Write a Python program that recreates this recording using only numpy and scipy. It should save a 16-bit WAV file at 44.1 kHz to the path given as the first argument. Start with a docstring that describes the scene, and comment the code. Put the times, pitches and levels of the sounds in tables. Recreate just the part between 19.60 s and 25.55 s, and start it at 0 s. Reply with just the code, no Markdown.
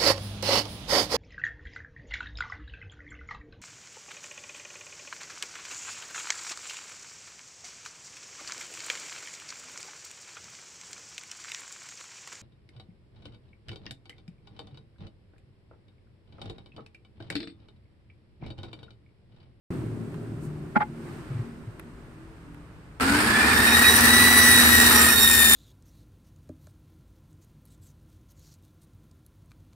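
"""A table saw starts at 3.4 s in a small workshop and cuts a plywood board.
Fan and blade roar up to speed; the 24 teeth whine and rasp in the wood, the steel plate rings,
and the deepening cut slows the blade a little. Before that, the board is laid on the saw's wooden
sled and slid into place with knocks, rubs and ticks, while an engine outside drones away."""
import sys
import numpy as np
from scipy import signal
from scipy.fft import rfft, irfft, next_fast_len
from scipy.io import wavfile
from scipy.ndimage import map_coordinates

SR = 44100
rng = np.random.default_rng(int(sys.argv[2]) if len(sys.argv) > 2 else 0)


def file_out(sig):
    """Save sig as 16-bit WAV at sys.argv[1]."""
    # one column per channel
    cols = np.atleast_2d(sig).T
    # limit, then scale
    lim = np.clip(cols, -1, 1)
    pcm = np.round(lim * 32767).astype(np.int16)
    wavfile.write(sys.argv[1], SR, pcm)


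N = 262395
TIME = np.arange(N) / SR
TEETH, FREE_TOOTH_HZ = 24, 1975.4
MOTOR_ON_S, SAG_FROM_S = 3.398, 4.71

# mid-band noise of sliding wood and still air: f/Hz, density/dB
MID_NOISE = [(250, -10), (450, 2), (700, -0.5), (1000, 2), (1400, 1.5), (2000, -3.5), (2700, -7.5),
             (3400, -12.5), (5000, -11.5), (7000, -28), (10000, -58)]
# treble hiss: f/Hz, density/dB
HISS = [(2350, -51), (4000, -2.5), (6740, -2.5), (8500, 3.5), (9790, -5.5), (10800, -10), (12600, -12),
        (15500, -15)]


def amp(db):
    """Decibels to gain."""
    return 10 ** (np.asarray(db) / 20)


def unit(x):
    """Scale to rms 1."""
    return x / np.sqrt(np.mean(x ** 2) + 1e-20)


def along(points, hz):
    """Interpolate (f/Hz, value) points on a log axis."""
    f, v = np.transpose(points)
    return np.interp(np.log(hz + 1), np.log(f + 1), v)


def curves(rows):
    """One value per sample for each column after t/s."""
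    s, *cols = np.transpose(rows)
    return [np.interp(TIME, s, c) for c in cols]


def wobble(rate_hz):
    """Smooth random curve with knots at rate_hz."""
    return map_coordinates(rng.standard_normal(int(N * rate_hz / SR) + 4), [TIME * rate_hz])


def ramp(start_s, rise_s):
    """Linear rise from 0 to 1."""
    return np.clip((TIME - start_s) / rise_s, 0, 1)


def swell(centre_s, sigma_s):
    """Gaussian rise and fall."""
    return np.exp(-.5 * ((TIME - centre_s) / sigma_s) ** 2)


def filtered(x, response):
    """Apply a gain given as a function of frequency."""
    m = next_fast_len(N + 8192)
    return irfft(rfft(x, m) * response(np.fft.rfftfreq(m, 1 / SR)), m)[..., :N]


def rush(spectrum):
    """Stereo noise of rms 1, nearly mono in the bass."""
    # left-right likeness: f/Hz, correlation
    likeness = [(40, 0.54), (120, 1), (260, 0.86), (500, 0.77), (1000, 0.42), (2000, 0.014), (4000, 0.017),
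                (8000, 0.4), (12000, 0.84)]

    def mid_side_gain(hz):
        angle = np.arccos(np.clip(along(likeness, hz), -1, 1)) / 2
        return amp(along(spectrum, hz)) * [np.cos(angle), np.sin(angle)]

    mid, side = filtered(rng.standard_normal((2, N)), mid_side_gain)
    return unit(np.array([mid + side, mid - side]))


def smear(phase, width_hz):
    """Narrow stereo noise of rms 1 riding on a pitch."""
    lowpass = signal.butter(2, width_hz / 2, fs=SR)
    a, b = signal.lfilter(*lowpass, rng.standard_normal((2, 2, N)))
    return unit(a * np.cos(phase) + b * np.sin(phase))


def tone(phase, waver_db, spread_rad, lead_rad=0):
    """Stereo sine of rms 1; reflections make level and phase wander on each side."""
    shared_db = waver_db * wobble(22)
    sides = [amp(shared_db + waver_db * wobble(6.5)) * np.sin(phase + shift + spread_rad * wobble(5.085))
             for shift in (lead_rad, 0)]
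    return unit(np.array(sides))


def rough_tone(phase, share, lead_rad=0):
    """Tone with a share of its power scattered into narrow noise."""
    clean = tone(phase, waver_db=.8, spread_rad=.25, lead_rad=lead_rad)
    return np.sqrt(1 - share) * clean + np.sqrt(share) * smear(phase, width_hz=38)


def ambience():
    """Steady workshop rumble under faint, fading air and hiss."""
    # room rumble: f/Hz, density/dB
    room = [(20, -7), (32, -10), (45, 5), (70, -1), (130, 1), (250, -12.5), (600, -18.5), (2000, -89)]
    air = amp(-53.5 - 1.25 * TIME) * rush(MID_NOISE)
    hiss = amp(-66.5 - 2 * TIME) * rush(HISS)
    return air + hiss + amp(-50) * rush(room)


def engine(fade_db_per_s=7):
    """An engine drones through the walls and fades as it gathers speed."""
    # firing rate: t/s, f/Hz
    firing = [(0.1, 37.2), (0.8, 37.7), (1.5, 38.5), (2.3, 39.3), (2.6, 40), (2.8, 41.3), (3.05, 42),
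              (3.4, 44.5)]
    # drone: multiple of firing rate, relative level/dB
    orders = [(4, -1), (6, 1.5), (7, -3), (8, -6), (9, -7), (10, -1), (11, -6.5)]
    # single orders booming in the room: t/s, sigma/s, multiple, level/dB
    room_booms = [(0.277, 0.15, 3, -34.5), (0.73, 0.085, 3, -35.5), (0.517, 0.07, 4, -45),
                  (0.888, 0.14, 4, -37), (1.346, 0.17, 6, -46), (0.992, 0.079, 8, -45),
                  (1.44, 0.15, 9, -47.5), (1.887, 0.06, 6, -46.5), (2.642, 0.083, 8, -50),
                  (2.95, 0.087, 7, -50.5), (3.0, 0.18, 4, -54)]
    # rumble through the walls: f/Hz, density/dB
    rumble = [(25, -39), (60, -13), (105, -8), (150, 1.5), (195, -7), (230, -9), (340, -6.5), (400, -12.5),
              (480, -21), (700, -24), (2000, -68)]
    firing_hz, = curves(firing)
    phase = 2 * np.pi * np.cumsum(firing_hz) / SR
    drone = sum(amp(db) * tone(k * phase + 0.54 * wobble(7.35), waver_db=3.5, spread_rad=0.086)
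                for k, db in orders)
    booms = sum(amp(db) * swell(s, sigma) * np.sin(k * phase) for s, sigma, k, db in room_booms)
    return amp(-35 - fade_db_per_s * TIME) * (amp(0.5) * rush(rumble) + amp(-10) * drone) + booms


def rubbing():
    """Hands and board rub on the sled: low drag, woody scrape and hiss."""
    # strokes: t/s, sigma/s, drag/dB, scrape/dB, hiss/dB
    rubs = [(0.093, 0.12, -32.5, -50, -63), (0.54, 0.17, -52, -64, -74), (0.848, 0.026, -42, -66, -60),
            (1.5, 0.093, -44, -51.5, -64), (1.762, 0.12, -46, -51.5, -67.5)]
    # low drag: f/Hz, density/dB
    drag_spectrum = [(30, -39), (75, -13), (110, -4.5), (160, -1), (200, -15), (330, -6), (420, -18),
                     (520, -31), (2000, -78)]
    drag, scrape, hiss = rush(drag_spectrum), rush(MID_NOISE), rush(HISS)
    return sum(swell(s, sigma) * (amp(drag_db) * drag + amp(scrape_db) * scrape + amp(hiss_db) * hiss)
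               for s, sigma, drag_db, scrape_db, hiss_db in rubs)


def sled_bumps(rise_s=0.0077):
    """Soft pushes set the sled's lowest mode swinging."""
    # pushes: t/s, gain/dB, f/Hz
    pushes = [(1.699, -20.5, 130), (1.741, -19.5, 120), (1.786, -18, 120), (2.07, -26, 112)]
    out = np.zeros(N)
    for s, db, hz in pushes:
        t = np.maximum(TIME - s, 0)
        out += amp(db) * (t / rise_s) ** 2 * np.exp(-t / rise_s) * np.sin(2 * np.pi * hz * t)
    return out


def ticks():
    """Tiny hard contacts of board and power switch: a tap with a short bright edge."""
    # contacts: t/s, relative level/dB, edge re tap/dB
    contacts = [(0.543, -27, -25), (2.196, -23.5, -7), (2.945, -36, -8), (3.399, -8.5, -22)]
    tap = rush([(400, -7), (1500, 2), (2400, -3), (3500, -12), (7000, -23), (15000, -38)])
    edge = rush([(7500, -30), (9700, 4), (11500, 2), (13000, -9), (15500, -12)])
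    fade = lambda s, t60_s: amp(-60 * np.abs(TIME - s) / t60_s) * (TIME >= s)
    return sum(amp(db - 14.5) * (fade(s, 0.027) * tap + amp(edge_db) * fade(s, 0.016) * edge)
               for s, db, edge_db in contacts)


def board_landing(damping=2.15):
    """The hand-damped board lands edge by edge; each knock clatters and rings its modes."""
    # landings: t/s, relative level/dB, low-mode gain/dB, high-mode gain/dB, contact/s
    knocks = [(1.159, -21, -22, 11, 0.004), (1.166, -15.5, 5.5, -10, 0.00587),
              (1.209, -19.5, -17, -8, 0.0069), (1.221, -22, -14, 2, 0.007)]
    # board modes: f/Hz, relative level/dB, t60 before hand damping/s
    modes = [(222, 4, 0.092), (364, -13, 0.098), (724, -3, 0.078), (848, 2, 0.15), (1180, -11, 0.09),
             (1408, 1, 0.1), (1700, -20, 0.046), (2090, -19, 0.18), (2426, -26, 0.1), (3220, -30, 0.13)]
    # contact noise: f/Hz, density/dB
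    clatter = [(300, -18), (600, 3), (800, 6), (1050, 1), (1450, 4), (2200, -4), (3000, -18.5),
               (5000, -26), (7000, -43), (12000, -49)]
    t, out = np.arange(SR // 4) / SR, np.zeros((2, N))
    for s, db, low_db, high_db, contact_s in knocks:
        ring = np.zeros((2, len(t)))
        for hz, mode_db, t60_s in modes:
            level_db = mode_db + low_db * (hz < 500) + high_db * (hz > 1300) - 60 * damping * t / t60_s
            ring += amp(level_db) * np.sin(2 * np.pi * hz * t + rng.normal(0, 0.94, (2, 1)))
        attack = 1 - np.exp(-t / 0.0068)
        start = round((s - contact_s / 2) * SR)
        out[:, start:start + len(t)] += amp(db + 4.5) * attack * ring
        out += amp(db - 7.5) * swell(s + contact_s / 2, contact_s) * rush(clatter)
    return out


def cabinet(shaft, bite_db):
    """The cabinet rumbles; imbalance shakes it at shaft orders 1 and 3."""
    # cabinet rumble: f/Hz, density/dB
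    spectrum = [(20, -38), (45, -14), (78, -3), (115, -6), (165, -16.5), (205, -4.5), (235, 0), (300, -7),
                (450, -7), (580, -23), (1000, -34), (2000, -90)]
    rumble = amp(-29 + 0.49 * wobble(8)) * rush(spectrum)
    hum = sum(amp(db) * tone(k * shaft, waver_db=1.07, spread_rad=0.13)
              for k, db in [(1, -10.5), (3, -4.5)])
    return rumble + amp(-23.5 + 0.31 * bite_db) * hum


def motor(shaft, gear_ratio=4.55, rotor_slots=32):
    """The gears groan and the rotor slots whistle during run-up."""
    rotor = gear_ratio * shaft
    groan = amp(-27.5) * swell(3.53, 0.096) * tone(rotor, waver_db=1, spread_rad=0.11)
    whistle = amp(-41.5) * swell(3.62, 0.08) * smear(rotor_slots * rotor, width_hz=150)
    return groan + whistle


def fan(tooth_hz):
    """Fluttering air roar that grows with speed."""
    # roar: f/Hz, density/dB
    roar = [(350, -22), (560, -5), (850, 3), (1000, 2.5), (1300, 5), (1700, 6.5), (2100, 2.5), (2600, 0),
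            (3300, -6), (4900, 1), (6200, -14.5), (8800, -6), (11000, -20.5), (15500, -22.5)]
    speed_db = 20 * np.log10(tooth_hz / FREE_TOOTH_HZ)
    flutter = unit(amp(1.33 * wobble(300) + 0.94 * wobble(70) + 0.24 * wobble(9)))
    return amp(-21.5 + 0.97 * speed_db) * flutter * rush(roar)


def rim_eddies(tooth_hz):
    """Eddies shed by the fast rim sing in a narrow band that climbs a little with speed."""
    eddy_hz = 1815 + 0.3 * (tooth_hz - FREE_TOOTH_HZ)
    phase = 2 * np.pi * np.cumsum(eddy_hz) / SR
    return amp(-23.5 + wobble(10)) * ramp(3.56, 0.27) * smear(phase, width_hz=113)


def board_shudders():
    """The teeth grab the board and briefly excite one resonance at a time."""
    # grabs: t/s, sigma/s, f/Hz, level/dB
    grabs = [(5.356, 0.059, 850, -35), (5.387, 0.07, 1260, -28.5), (5.523, 0.072, 1410, -34)]
    return sum(amp(db) * swell(s, sigma) * rough_tone(2 * np.pi * hz * TIME + 0.76 * wobble(60), 0.38)
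               for s, sigma, hz, db in grabs)


def blade_plate(tooth_hz, bite_db, covered, low_hz=2506, high_hz=4420):
    """The steel plate rings as it catches, murmurs under load and sings higher once buried."""
    # catches in the kerf: t/s, level/dB
    catches = [(3.772, -26), (3.82, -31), (3.85, -29.5), (3.924, -22.5), (4.08, -27), (4.13, -29),
               (4.25, -24.5), (4.61, -27), (5.36, -30), (5.43, -29), (5.5, -24), (5.72, -30), (5.82, -31),
               (5.87, -32)]
    slack_hz = 0.98 * np.maximum(1873 - tooth_hz, 0)  # a slow plate is less stiff
    low_phase = 2 * np.pi * np.cumsum(low_hz - slack_hz) / SR
    jolts = sum(amp(db) * swell(s, 0.011) for s, db in catches)
    chatter = jolts * rough_tone(low_phase + 0.88 * wobble(220), share=0.35)
    murmur = amp(-35 + bite_db) * smear(low_phase, width_hz=90)
    flicker = unit(amp(6.9 * wobble(25)))
    sing = amp(-35) * covered * flicker * smear(2 * np.pi * high_hz * TIME, width_hz=65)
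    return chatter + murmur + sing


def fibre_rasp(bite_db, covered):
    """Tearing fibres rasp, more thinly once the board covers the blade."""
    # tearing: f/Hz, density/dB
    spectrum = [(1000, -60), (2000, -25), (2700, 2.5), (3300, -3), (4100, 4), (4800, 4), (6500, -4.5),
                (7400, -3), (8500, 0.5), (10000, 1), (11500, -11), (12800, -3.5), (14300, -10), (15500, -5)]
    # colour of the covering board: f/Hz, gain/dB
    cover_colour = [(3000, -2.5), (4600, -2.5), (6500, 0.5), (9000, 1.5), (14000, 3.5)]
    tearing = rush(spectrum)
    thinned = filtered(tearing, lambda hz: amp(along(cover_colour, hz)))
    return amp(-19.5 + 0.94 * bite_db) * ramp(3.6, 0.27) * ((1 - covered) * tearing + covered * thinned)


def tooth_scream(shaft, bite_db):
    """High overtones; teeth strike slightly early or late, roughening the highest most."""
    # overtones: shaft order, clean/dB, smeared/dB, growth/(dB per dB of bite), drift/(dB/s)
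    overtones = [(72, -30, -35, 0.6, 0), (96, -32, -37.5, 1.3, 4), (108, -31.5, -34.5, 1.3, -9),
                 (120, -29.5, -29.5, 0.95, -1), (144, -38.5, -39, 1.4, 2), (156, -36.5, -39.5, 1.4, -5),
                 (168, -35, -33, 1.6, 1), (180, -46, -44, 1.2, 3), (192, -36, -35, 1.3, 1)]
    jitter_rad = 0.003 * wobble(170) + 0.002 * np.sin(shaft)
    sag_s = np.maximum(TIME - SAG_FROM_S, 0)
    out = np.zeros((2, N))
    for k, clean_db, smeared_db, growth, drift_db_per_s in overtones:
        clean = amp(clean_db + 1) * tone(k * (shaft + jitter_rad), waver_db=3.5, spread_rad=0.64)
        smeared = amp(smeared_db - 0.5) * smear(k * shaft, width_hz=1.4 * k)
        out += amp(growth * bite_db + drift_db_per_s * sag_s) * (clean + smeared)
    return out


def tooth_whine(shaft, bite_db):
    """Tooth-rate tone and its octave: breathy in free air, firmer as the teeth bite."""
    # fundamental, shifting as the sled moves: t/s, left/dB, right/dB, left lead/rad
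    fundamental = [(3.42, -28, -39, 0), (3.49, -21.5, -28, 0.5), (3.6, -33, -33, 2.5), (4.04, -47, -28, -3),
                   (4.17, -21.5, -25.5, 1.5), (4.27, -29, -18, -1), (4.32, -43, -25, 4),
                   (4.42, -19, -39, -5), (4.55, -21, -23, 0.2), (4.75, -19, -20, -0.9),
                   (4.9, -21.5, -17.5, 0), (5.01, -30, -21.5, -2), (5.13, -14.5, -28, -5),
                   (5.23, -23.5, -19.5, -6), (5.3, -30, -28, -3.5), (5.37, -28, -20, -6.5),
                   (5.57, -34, -31, -5.5), (5.67, -22, -31, -5), (5.8, -20.5, -43, -6.5),
                   (5.92, -19.5, -26, -4)]
    # surges of the octave: t/s, left/dB, right/dB
    surges = [(3.45, -49, -48), (3.69, -44, -45), (3.76, -35, -34), (3.83, -40, -41), (3.96, -30, -30),
              (4.04, -36, -33.5), (4.14, -20, -21), (4.2, -28, -35), (4.29, -20, -17), (4.4, -36, -35),
              (4.53, -18, -21), (4.62, -24, -22.5), (4.67, -28, -22.5), (4.73, -19, -30),
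              (4.89, -20.5, -30), (4.95, -17, -18), (5.07, -23.5, -29), (5.19, -21, -25),
              (5.32, -20.5, -25), (5.42, -21, -41), (5.57, -25, -19), (5.66, -19, -17), (5.75, -23, -33),
              (5.84, -18, -21.5)]
    left_db, right_db, lead_rad = curves(fundamental)
    breathy = np.clip(-bite_db / 55, .03, .5)
    whine = amp([left_db, right_db]) * rough_tone(TEETH * shaft, breathy, lead_rad)
    octave = amp(curves(surges)) * rough_tone(2 * TEETH * shaft, breathy, lead_rad=1.62)
    return whine + octave


def tooth_rate(first_hz=1305, run_up_tau_s=0.372, sag_hz_per_s=131):
    """Teeth per second: the motor nears its free speed, then sags under the cut."""
    run_up = np.exp(-np.maximum(TIME - MOTOR_ON_S, 0) / run_up_tau_s)
    sag_hz = sag_hz_per_s * np.maximum(TIME - SAG_FROM_S, 0)
    return FREE_TOOTH_HZ - (FREE_TOOTH_HZ - first_hz) * run_up - sag_hz


def table_saw():
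    """Shaft speed sets the pitch of teeth and motor; the bite sets the cutting noise."""
    # how hard the teeth bite: t/s, level/dB
    bite = [(3.4, -49), (3.85, -28), (3.98, -12.5), (4.3, -4.5), (4.8, -2.5), (5.45, -2), (5.56, -6),
            (5.63, -2.5), (5.9, -1)]
    bite_db, = curves(bite)
    tooth_hz = tooth_rate()
    shaft = 2 * np.pi * np.cumsum(tooth_hz / TEETH) / SR
    covered = ramp(5.45, 0.098)  # the board closes over the blade and muffles air and cabinet
    air_gain, cabinet_gain = amp(-5.5 * covered), amp(-5 * covered)
    # the blade runs slightly out of true, and fibres tear unevenly
    load = unit(amp(0.7 * np.sin(shaft) + 1.3 * wobble(300) + 0.7 * wobble(80)))
    machine = air_gain * fan(tooth_hz) + cabinet_gain * cabinet(shaft, bite_db) + motor(shaft)
    blade = air_gain * rim_eddies(tooth_hz) + blade_plate(tooth_hz, bite_db, covered)
    teeth = tooth_whine(shaft, bite_db) + tooth_scream(shaft, bite_db)
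    wood = fibre_rasp(bite_db, covered) + board_shudders()
    running = ramp(MOTOR_ON_S + 0.0053, 0.0053)  # just after the switch clicks
    return running * (machine + load * (blade + teeth + wood))


def scene():
    """Engine outside and board handling, then the saw on top."""
    background = ramp(0.104, 0.0019) * (engine() + ambience() + rubbing())
    return background + board_landing() + sled_bumps() + ticks() + table_saw()


def record(dry, ceiling=0.9, top_hz=15550):
    """Each microphone port notches the treble; peaks are rounded and a steep low-pass ends the band."""
    # port responses: f/Hz, gain/dB
    left_port = [(300, 1.27), (1300, 0.5), (3500, 0), (5000, -8), (6100, -5.5), (6700, -12), (7600, -5),
                 (9200, 6.5), (10500, 5), (12000, 5.5), (13500, -0.5), (15200, -8)]
    right_port = [(300, 0.5), (1300, 2), (3500, 0.5), (5000, -2), (7000, 4.5), (8600, 0), (9500, -7.5),
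                  (10200, -25), (11000, -11), (12000, 6), (15000, 4)]
    heard = filtered(dry, lambda hz: amp([along(left_port, hz), along(right_port, hz)]))
    rounded = heard / (1 + np.abs(heard / ceiling) ** 6) ** (1 / 6)
    return filtered(rounded, lambda hz: amp(-np.maximum(hz - top_hz, 0) ** 2 / 3000))


dry = scene()
out = record(dry)
file_out(out)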